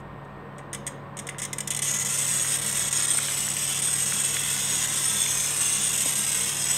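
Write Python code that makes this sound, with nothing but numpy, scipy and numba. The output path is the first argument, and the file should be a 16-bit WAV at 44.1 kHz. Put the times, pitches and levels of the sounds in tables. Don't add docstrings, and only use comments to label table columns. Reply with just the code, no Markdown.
import sys
import numpy as np
from scipy import signal
from scipy.fft import rfft, irfft
from scipy.io import wavfile
from scipy.ndimage import uniform_filter1d
from numba import njit

SR = 44100
rng = np.random.default_rng(int(sys.argv[2]) if len(sys.argv) > 2 else 0)


def persist_wave(psi):
    counts = np.round(np.clip(psi, -1, 1) * 32767).astype(np.int16)
    wavfile.write(sys.argv[1], SR, np.atleast_2d(counts).T)


def to_linear_factor(level_db):
    exponent = np.asarray(level_db, float) / 20
    return 10 ** exponent


N = 298878
ROLL_START_S = 1.819
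BLOCK = 256

# (time [s], peak level [dB], sliding time [s])
SLIPS = [(.001, -55, 0.0056), (.2463, -58, .006), (.2947, -69, .01), (0.5818, -36, 0.0037),
         (0.592, -52, 0.012), (0.73, -23, 0.011), (0.747, -24.5, 0.0051), (0.8661, -22, 0.0025),
         (0.873, -24, 0.0066), (1.169, -29.5, 0.011), (1.189, -25, 0.0094), (1.268, -27, 0.0079),
         (1.2884, -26.5, 0.01), (1.383, -24.5, 0.013), (1.397, -25.5, 0.006), (1.417, -21.5, 0.024),
         (1.45, -20, 0.005), (1.53, -16.5, 0.0029), (1.583, -20.5, 0.0036), (1.6045, -18, 0.0035),
         (1.6737, -15, 0.0046), (1.681, -26, 0.0025), (1.704, -16.5, 0.014), (1.723, -20.5, 0.0027),
         (1.734, -21.5, 0.0023), (1.7467, -15.5, 0.0029), (1.764, -19, 0.0029), (1.771, -18, 0.0028),
         (1.79, -17, 0.0028)]
# (time of release [s], hanging time [s], depth [dB])
HANGS = [(1.8405, 0.0056, -18), (1.9357, 0.021, -6), (1.9852, 0.016, -19), (1.9954, 0.0076, -21),
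         (2.048, 0.018, -30), (2.083, 0.0099, -26), (2.192, 0.0074, 1), (2.264, 0.011, -16),
         (2.539, 0.0072, -10), (2.57, 0.0073, -16), (2.584, 0.014, -24), (2.613, 0.015, -31),
         (2.643, 0.0088, -15), (2.669, .005, -1), (2.72, 0.0077, -10), (2.742, 0.0061, -14),
         (2.824, 0.0046, 2), (2.9072, 0.021, -33), (2.926, 0.01, -20), (3.069, 0.014, -22),
         (3.134, .009, -18), (3.403, 0.0052, -11), (3.586, 0.0047, 4), (3.664, 0.0087, -11),
         (3.745, 0.012, -21), (3.819, 0.017, -28), (3.9, .01, -14), (3.928, 0.0081, -15),
         (3.952, 0.013, -19), (4.056, 0.01, -14), (4.13, 0.0088, -21), (4.235, 0.015, -11),
         (4.384, .007, -10), (4.882, 0.0077, -14), (4.916, .006, -11), (5.335, 0.0046, -7),
         (5.975, 0.01, -17), (6.153, 0.011, -20), (6.264, 0.01, -30), (6.314, 0.0077, -16),
         (6.364, .006, 1), (6.491, 0.0052, -9), (6.545, 0.011, -18)]
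# (time of release [s], hanging time [s], depth [dB])
HITCHES = [(1.923, 0.0065, -15), (2.1237, 0.006, -16.0), (2.1744, 0.0067, -17), (2.1824, 0.0054, -14),
           (2.2115, 0.0061, -13.0), (2.237, 0.0051, -13.0), (2.3949, 0.0072, -15), (2.4635, 0.0064, -14),
           (2.529, 0.0048, -17.0), (2.7112, 0.0086, -14.0), (2.9828, 0.0052, -14), (3.0209, 0.0043, -16.0),
           (3.0785, 0.0073, -20), (3.1025, 0.0071, -16), (3.1685, 0.0065, -15.0), (3.199, 0.0049, -14.0),
           (3.2693, 0.0064, -14.0), (3.36, 0.0031, -14.0), (3.466, 0.0061, -11), (3.4863, 0.0034, -5),
           (3.5351, 0.0046, -12), (3.5561, 0.0049, -14.0), (3.6732, 0.0066, -19), (4.1642, 0.0038, -12.0),
           (4.197, 0.0063, -12.0), (4.4423, 0.0046, -16.5), (4.4735, 0.0052, -11.0), (4.621, 0.0052, -15.0),
           (4.7318, 0.0048, -18), (4.7528, 0.0057, -14), (4.8338, 0.0063, -12), (4.8703, 0.0094, -19),
           (4.9529, 0.0066, -17), (5.1419, 0.0041, -12.0), (5.2704, 0.0075, -15.0), (5.5598, 0.0062, -20),
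           (5.584, 0.0049, -9), (5.6784, 0.0034, -14.0), (5.782, 0.0062, -12.0), (5.8297, 0.0047, -15),
           (5.889, 0.0072, -15), (5.9153, 0.0084, -18), (5.929, 0.011, -19), (6.0033, 0.0063, -17.0),
           (6.044, 0.0072, -12.0), (6.12, 0.0077, -20), (6.142, 0.0058, -14), (6.345, 0.0081, -15.0),
           (6.401, 0.0065, -11.0), (6.566, 0.0057, -14), (6.6388, 0.0084, -10), (6.6661, 0.0051, -21),
           (6.6847, 0.0093, -16), (6.7264, 0.0068, -16.0)]
# (time [s], level [dB])
PRESSURE = [(1.83, -24), (1.88, -24.5), (1.97, -26.5), (2.34, -25), (2.44, -26.5), (2.55, -23.5),
            (2.59, -27), (2.66, -26), (2.92, -25.5), (2.97, -24.5), (3.22, -26), (5.38, -25), (5.58, -25.5),
            (5.63, -24.5), (5.96, -25.5), (6.39, -25), (6.58, -26.5), (6.78, -24)]
# (time [s], share of the sag [1])
STUTTER = [(1.83, 0.77), (2.4, 0.76), (2.8, 1.1), (3.3, 1.1), (3.45, 1.2), (3.56, 1.1), (3.61, .9),
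           (4.0, 1.0), (4.6, 0.75), (5.0, 0.49), (5.25, 0.62), (5.7, 0.64), (6.2, 0.66), (6.45, 1.4),
           (6.78, 1.2)]
# (time [s], peak level [dB])
TICKS = [(3.4324, -16), (3.457, -18), (3.4664, -10), (3.486, -9), (3.4907, -12), (3.4984, -16),
         (3.5014, -16), (3.5044, -16), (3.5124, -17), (3.5154, -12), (3.524, -8), (3.5354, -18),
         (3.538, -14), (3.5458, -16), (3.556, -17), (3.5604, -17), (3.5664, -14)]
# (time [s], distance [node spacings of the upper ring])
TRAVEL = [(1.82, -.35), (2.8, 2.0), (3.26, 3.0), (3.96, 5.0), (4.38, 6.0), (4.65, 7.0), (4.97, 8.0),
          (5.63, 10.0), (6.78, 13.25)]
# (frequency [Hz], extra level [dB])
SPECIAL_MODES = [(2010, 2.5), (2250, 2), (2810, 3.5), (3250, 1.5), (3420, 2), (5250, -4), (6700, 4),
                 (7900, 5), (8080, 2), (8510, 0), (8780, 1.5), (9470, -10), (10900, 7.5), (11400, 4),
                 (11900, 4.5), (13050, -10), (14300, -5), (14900, 8)]
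# (time [s], frequency [Hz], half length [s], gain [dB])
LOW_ANTINODES = [(1.938, 6680.0, 0.14, 11), (1.956, 6370.0, 0.12, 12.5), (1.974, 1980, 0.2, 7),
                 (2.37, 6680.0, 0.14, 8.0), (2.925, 6680.0, 0.21, 10), (3.09, 6680.0, 0.5, 5),
                 (3.1, 5250.0, 0.34, 9), (3.67, 3260, 0.15, 8.5), (3.78, 3440, 0.21, 12),
                 (4.227, 6640, 0.23, 12), (4.48, 3440, 0.32, 10.5), (4.572, 6680.0, 0.66, 6.0),
                 (4.64, 1962, 0.43, 6.5), (4.76, 6730, 0.69, 5), (4.807, 6900, 0.12, 13),
                 (4.96, 5320, 0.3, 10), (5.185, 3490.0, 0.24, 10.5), (5.18, 6930.0, 0.12, 6),
                 (5.38, 6220, 0.18, 9.5), (5.69, 2792, 0.77, 8.5), (5.74, 6330.0, 0.17, 7.5),
                 (5.764, 3450.0, 0.19, 10), (5.93, 7100, 0.14, 7), (5.96, 6720.0, 0.23, 5),
                 (6.14, 6480, 0.16, 7.5), (6.61, 5145, 0.12, 8.0), (6.693, 6750, 0.096, 7.5)]
# (time [s], frequency [Hz], half length [s], gain [dB])
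HIGH_ANTINODES = [(1.9, 8790.0, 0.041, 5.2), (2.21, 8950, 0.15, 9), (2.25, 7700, 0.17, 9.2),
                  (2.4, 8420, 0.83, 4.5), (2.41, 8740.0, 0.4, 4.3), (2.58, 8460, 0.17, 9.6),
                  (2.69, 7490.0, 0.16, 8.7), (2.7, 8310.0, 0.73, 5.6), (3.07, 8570.0, 0.16, 12),
                  (3.07, 8740.0, 0.18, 8.3), (3.42, 7960, 0.3, 5.6), (3.75, 8310.0, 0.32, 8.0),
                  (3.81, 8790.0, 0.11, 9.7), (3.84, 9400, 0.12, 10), (3.9, 7820, 0.12, 4.2),
                  (3.97, 8270.0, 0.71, 6.2), (4.23, 8600, 0.2, 9.3), (4.44, 7930, 0.43, 6.0),
                  (4.98, 7800.0, 0.34, 6.0), (5.11, 8800, 0.15, 8.0), (5.22, 8500, 0.2, 7.2),
                  (5.3, 7880.0, 0.1, 7.5), (5.66, 8210, 0.12, 6.3), (5.67, 7940, 0.12, 6),
                  (5.69, 8440.0, 1.2, 4.6), (5.82, 8550, 0.097, 12.7), (5.93, 8790.0, 0.61, 4.5),
                  (6.1, 8530.0, 0.52, 5.6), (6.1, 11000, 0.35, 7.4), (6.12, 8140, 0.64, 5.6),
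                  (6.47, 8100.0, 0.3, 4.7), (6.61, 11270, 0.15, 9.0), (6.67, 8100, 0.078, 2.6),
                  (6.7, 7920.0, 0.082, 7.6)]
# (frequency [Hz], level [dB per Hz])
CORNER_COLOUR = [(760, -66), (1300, -19), (2040, -2.5), (2570, -16), (2860, -10.5), (3490, -8.5),
                 (4580, -27.5), (5090, -11.5), (5600, -12.5), (6250, -9), (6700, -3.5), (7250, -8.5),
                 (8520, -1), (10400, -17.5), (12400, -20), (16000, -35)]
# (frequency [Hz], level [dB per Hz])
OPEN_COLOUR = [(590, -42.5), (1000, -19.5), (1280, -17.5), (1980, -12.5), (2390, -14), (3380, -10),
               (4570, -20.5), (5130, -12.5), (5970, -11.5), (6780, -6.5), (7350, -9), (8350, -4.5),
               (10200, -16.5), (12100, -16.5), (16000, -33.5)]
# (frequency [Hz], width [Hz], gain [dB])
BENCH_NOTCHES = [(2430, 110, -1), (4700, 220, -2), (10440, 230, -4), (12750, 190, -3), (13800, 300, -3)]
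# (time [s], peak level [dB], first pitch [Hz], last pitch [Hz], length [s])
CREAKS = [(0.587, -42, 2300, 1400, 0.014), (1.287, -24.5, 2640, 1480, 0.0082),
          (1.344, -34, 2150, 1600, 0.0059), (2.443, -27, 2240, 1500, 0.0083),
          (3.1465, -27, 1250, 600, 0.005), (3.182, -22.5, 2610, 1155, 0.0103),
          (3.281, -26, 2960, 1310, 0.0095), (3.307, -32, 2360, 1500, 0.0085),
          (3.477, -27.5, 2260, 1170, 0.0063), (3.882, -30, 1790, 1290, 0.0095),
          (4.121, -22.5, 1920, 1390, 0.0052), (4.291, -62, 2120, 1600, 0.0043),
          (4.365, -20.5, 2770, 1630, 0.0064), (5.262, -25, 2210, 1690, 0.0038),
          (6.056, -27.5, 1020, 443, 0.0078), (6.057, -29, 453, 151, 0.013), (.4, -42, 482, 450, 0.11),
          (0.525, -48, 563, 617, .12)]
# (frequency [Hz], time to fall by 60 dB [s])
ROOM_DECAY = [(1000, 0.59), (4000, 0.55), (6500, 0.17), (9000, 0.14), (15000, 0.33)]
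# (frequency [Hz], level [dB per Hz])
AIR_COLOUR = [(15, -55), (30, -34), (60, -13.5), (137, -7.5), (270, -8), (560, -11), (1040, -12),
              (1610, -17.5), (2100, -23), (3600, -34), (4300, -40), (6200, -52), (9500, -59), (16000, -60)]
# (frequency [Hz], level [dB], width [Hz])
DUCTS = [(57.8, -58, 4.9), (175.2, -57, 7.1), (202.5, -50, 12), (282, -77, 2.1), (463, -57.5, 6.1),
         (1031, -57, 3.2), (1122, -54, 150), (8200, -76.5, 1270)]
# (frequency [Hz], level [dB], wander [Hz])
MOTOR_TONES = [(139.8, -44.5, 0.36), (559.6, -58.5, 0.7), (764, -59, 1.85), (934, -59, 2.65),
               (999, -59, 1.62), (1847, -58.5, 2.25), (14030, -81, 35), (101.4, -53.5, 0.6)]


def sliding(t, fade_s=0.0014, rise_s=0.00038, bite=1.28, bite_s=0.0019, slip_db=-8.0, regrip=0.55,
            tick_db=-2.0, tick_s=0.00048):
    force = to_linear_factor(np.interp(t, *np.transpose(PRESSURE))) * (t > ROLL_START_S)
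    force *= to_linear_factor(-0.48 * walk(130., N) + 0.5 * walk(35., N))
    crawl_db = np.interp(t, (3.44, 3.485, 3.56, 3.58), (0, -7.0, -7.0, 0))
    force *= chatter(t) * to_linear_factor(crawl_db)
    for free, hang, depth_db in [(ROLL_START_S, 1, 0)] + HANGS + HITCHES:
        stuck = np.clip(1 + (t - free) / hang, 0, 1) ** 1.06 * (t < free)
        force *= to_linear_factor(depth_db * stuck)
        force *= 1 + regrip * np.exp(-np.abs(t - free) / bite_s) * (t > free)
    for start, db, slide in SLIPS:
        age = np.maximum(t - start, 0)
        attack = np.minimum(age / rise_s, 1) * (1 + bite * np.exp(-age / bite_s))
        fade = np.exp(-np.maximum(age - slide, 0) / fade_s)
        force += to_linear_factor(db + slip_db) * attack * fade
    for start, db in TICKS:
        force += to_linear_factor(db + tick_db) * np.exp(-np.abs(t - start) / tick_s) * (t > start)
    return force


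def chatter(t, min_s=.003, more_s=.007, sag_db_per_s=-1200.0, spread_db=-0.5):
    length_chance, level_chance = rng.random((N // 100, 2)).T
    grips = np.cumsum(min_s + more_s * length_chance ** 2)
    k = np.searchsorted(grips, t)
    age = t - np.append(0, grips)[k]
    sag_db = sag_db_per_s * age * np.interp(t, *np.transpose(STUTTER))
    uneven_db = spread_db * (2 * level_chance[k] - 1)
    gain = uniform_filter1d(to_linear_factor(sag_db + uneven_db), size=24)
    return gain / np.sqrt(uniform_filter1d(gain ** 2, size=4000))


def cracks(rate_hz=6000., spread_db=0.4, rub=0.35):
    hit = rng.random(N) < rate_hz / SR
    sizes = hit * to_linear_factor(spread_db * rng.exponential(size=N)) * rng.choice([-1, 1], N)
    return level(level(sizes, 0) + rub * rng.standard_normal(N), 0)


def pane_modes(count=300, t60_s=0.022, shorter=0.36, strong_t60_s=0.034):
    pitch_chance, decay_chance = rng.random((count, 2)).T
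    strong_hz, strong_db = np.transpose(SPECIAL_MODES)
    hz = np.append(900 + (np.arange(count) + pitch_chance) * 15400 / count, strong_hz)
    extra_db = np.append(np.zeros(count), strong_db)
    decay_s = np.append(t60_s * (0.5 + 1.9 * decay_chance), np.full(len(strong_hz), strong_t60_s))
    decay_s *= (hz / 5000) ** -shorter
    return np.array([hz, extra_db, decay_s])[:, np.argsort(hz)]


def mode_shapes(hz, t, travel=0.65, kinship=0.589, creep=.3, jerk=0.23):
    angle, step = rng.standard_normal((len(hz), 2)).T
    turns = travel * np.sqrt(hz / 8000) * (1 + 0.4104 * uniform_filter1d(angle, size=4))
    rolled = np.maximum((np.interp(t, *np.transpose(TRAVEL)) - TRAVEL[0][1]) / 2, 0)
    way = rolled + jerk * np.minimum(t - ROLL_START_S, 0)
    start_phase = np.cumsum(kinship * step - creep)
    return np.cos(2 * np.pi * np.outer(turns, way) + start_phase[:, None])


def antinodes(hz, t, width_hz=60.0, gain=1.047, glide_per_s=0.031, longest_s=0.42):
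    hz = hz[:, None]
    spots = []
    for s, f, half, db in LOW_ANTINODES + HIGH_ANTINODES:
        off_pitch = (hz - f * (1 + glide_per_s * (t - s))) / width_hz
        off_time = (t - s) / min(half, longest_s)
        spots.append(db * np.exp(-off_pitch ** 2 - off_time ** 2))
    place = np.interp(t, *np.transpose(TRAVEL))
    ends = (0, TRAVEL[-1][1])
    centre_hz = np.interp(place, ends, (8600, 8370))
    sway_hz = -np.interp(place, ends, (110, 383)) * np.cos(2 * np.pi * place)
    upper_db = 5.5 * np.exp(-((hz - centre_hz - sway_hz) / 227.0) ** 2)
    gap_db = -5.5 * np.exp(-((hz - 7280.0 - 0.4 * sway_hz) / 110.0) ** 2)
    return gain * np.max(spots, axis=0) + upper_db + gap_db


def pane(force, wedged_db=10.5, hold_per_db=0.17, direct_db=-12.0):
    hz, extra_db, decay_s = pane_modes()
    poles = np.exp(2j * np.pi * hz / SR - np.log(1000) / (decay_s * SR))
    t = np.arange(N // BLOCK + 2) * BLOCK / SR
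    near_db = antinodes(hz, t)
    shape = mode_shapes(hz, t)
    shape += hold_per_db * np.maximum(near_db, 0)
    shape *= rng.choice([-1, 1], (len(hz), 1)) * (1 - np.abs(poles))[:, None]
    overlap = 1 / (1 - poles * np.exp(-2j * np.pi * hz[:, None] / SR))
    for _ in range(3):
        energy = np.abs(overlap @ shape) ** 2
        shape /= np.sqrt(uniform_filter1d(energy, size=8, axis=0))
    sound = 2 * ring(force, poles, shape * to_linear_factor(extra_db[:, None] + near_db), BLOCK)
    away = np.interp(np.arange(N) / SR, (1.47, 1.96), (0, 1))
    wedged = to_linear_factor(wedged_db) * (1 - away) * rng.choice([-1, 1], N)
    sound += to_linear_factor(direct_db) * force * (away + wedged)
    in_corner = to_linear_factor(8.0) * (1 - away) * colour(sound, CORNER_COLOUR)
    in_open = to_linear_factor(11.0) * away * colour(sound, OPEN_COLOUR)
    return in_corner + in_open


@njit
def ring(force, poles, coupling, block):
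    out = np.zeros(len(force))
    for m in range(len(poles)):
        z, p = 0j, poles[m]
        for i in range(len(force)):
            b, u = i // block, (i % block) / block
            push = coupling[m, b] * (1 - u) + coupling[m, b + 1] * u
            z = z * p + force[i] * push
            out[i] += z.imag
    return out


def colour(x, table, size=1024):
    hz = np.fft.rfftfreq(size, 1 / SR)
    gain_db = on_log(hz, table)
    for f, width, db in BENCH_NOTCHES:
        gain_db = gain_db + db * np.exp(-((hz - f) / width) ** 2)
    cepstrum = irfft(np.log(to_linear_factor(gain_db)))
    cepstrum[1:size // 2] *= 2
    cepstrum[size // 2 + 1:] = 0
    return signal.fftconvolve(x, irfft(np.exp(rfft(cepstrum))))[:N]


def frame(t, rough=0.19, rasp=0.3):
    out = np.zeros(N)
    for start, db, first, last, length in CREAKS:
        i = int(start * SR)
        u = t[:int(length * SR)] / length
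        wobble = walk(1500., size=8192)[:len(u)] * min(.02 / length, 1)
        hz = first * (last / first) ** u * (1 + rough * wobble)
        phase = 2 * np.pi * np.cumsum(hz) / SR
        swell = np.sin(np.pi * u ** 1.17) ** 2
        cycles = np.sin(phase) + rasp * np.sin(1.3 * phase + 3 * wobble)
        out[i:i + len(u)] += to_linear_factor(db) * swell * cycles
    return out


def room(x, wet_db=-10.5, gap_s=0.0035):
    t = np.arange(SR // 2) / SR
    tail = 0
    for hz in (700, 1000, 1400, 2000, 2800, 4000, 5600, 8000, 11200, 16000):
        sos = signal.butter(2, (hz / 1.19, hz * 1.19), "band", fs=SR, output="sos")
        band = signal.sosfilt(sos, rng.standard_normal(len(t)))
        tail = tail + band * to_linear_factor(-60 * t / on_log(hz, ROOM_DECAY)) * (t > gap_s)
    tail = tail / np.sqrt(np.sum(tail ** 2))
    return x + to_linear_factor(wet_db) * signal.fftconvolve(x, tail)[:N]


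def fan():
    out = level(shaped(lambda f: to_linear_factor(on_log(f, AIR_COLOUR))), -43.5)
    for hz, db, width in DUCTS:
        out += level(shaped(lambda f: 1 / (1 + (2 * (f - hz) / width) ** 2)), db)
    swell_db = np.interp(np.arange(N) / SR, (0.61 - .05, 0.61, 3.35, 3.35 + .2), (0, 6, 6, 0))
    for k, (hz, db, wander) in enumerate(MOTOR_TONES):
        phase = 2 * np.pi * np.cumsum(hz + wander * walk(6., N)) / SR
        tone = level(to_linear_factor(1.2 * walk(1.34, N)) * np.sin(phase), db)
        out += tone * to_linear_factor(swell_db) if k == 1 else tone
    return out


def level(x, db):
    return x * to_linear_factor(db) / np.sqrt(np.mean(x ** 2))


def on_log(hz, table):
    f, v = np.transpose(table)
    return np.interp(np.log(np.maximum(hz, 1)), np.log(f), v)


def shaped(gain):
    return irfft(rfft(rng.standard_normal(N)) * gain(np.fft.rfftfreq(N, 1 / SR)), N)


def walk(rate_hz, size):
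    k = int(SR / rate_hz)
    return uniform_filter1d(np.repeat(rng.standard_normal(size // k + 1), k), k)[:size]


def scene():
    t = np.arange(N) / SR
    glass = pane(sliding(t) * cracks())
    return (room(glass + frame(t)) + fan())[None]


def low_pass(x):
    return signal.sosfilt(signal.butter(12, 16480, fs=SR, output="sos"), x)


def record(dry):
    low = signal.butter(3, 40, "high", fs=SR, output="sos")
    top = signal.ellip(14, .3, 60, 15760, fs=SR, output="sos")
    mix = signal.sosfilt(np.vstack([low, top]), dry) - .0007
    return low_pass(mix)


dry = scene()
out = record(dry)
persist_wave(out)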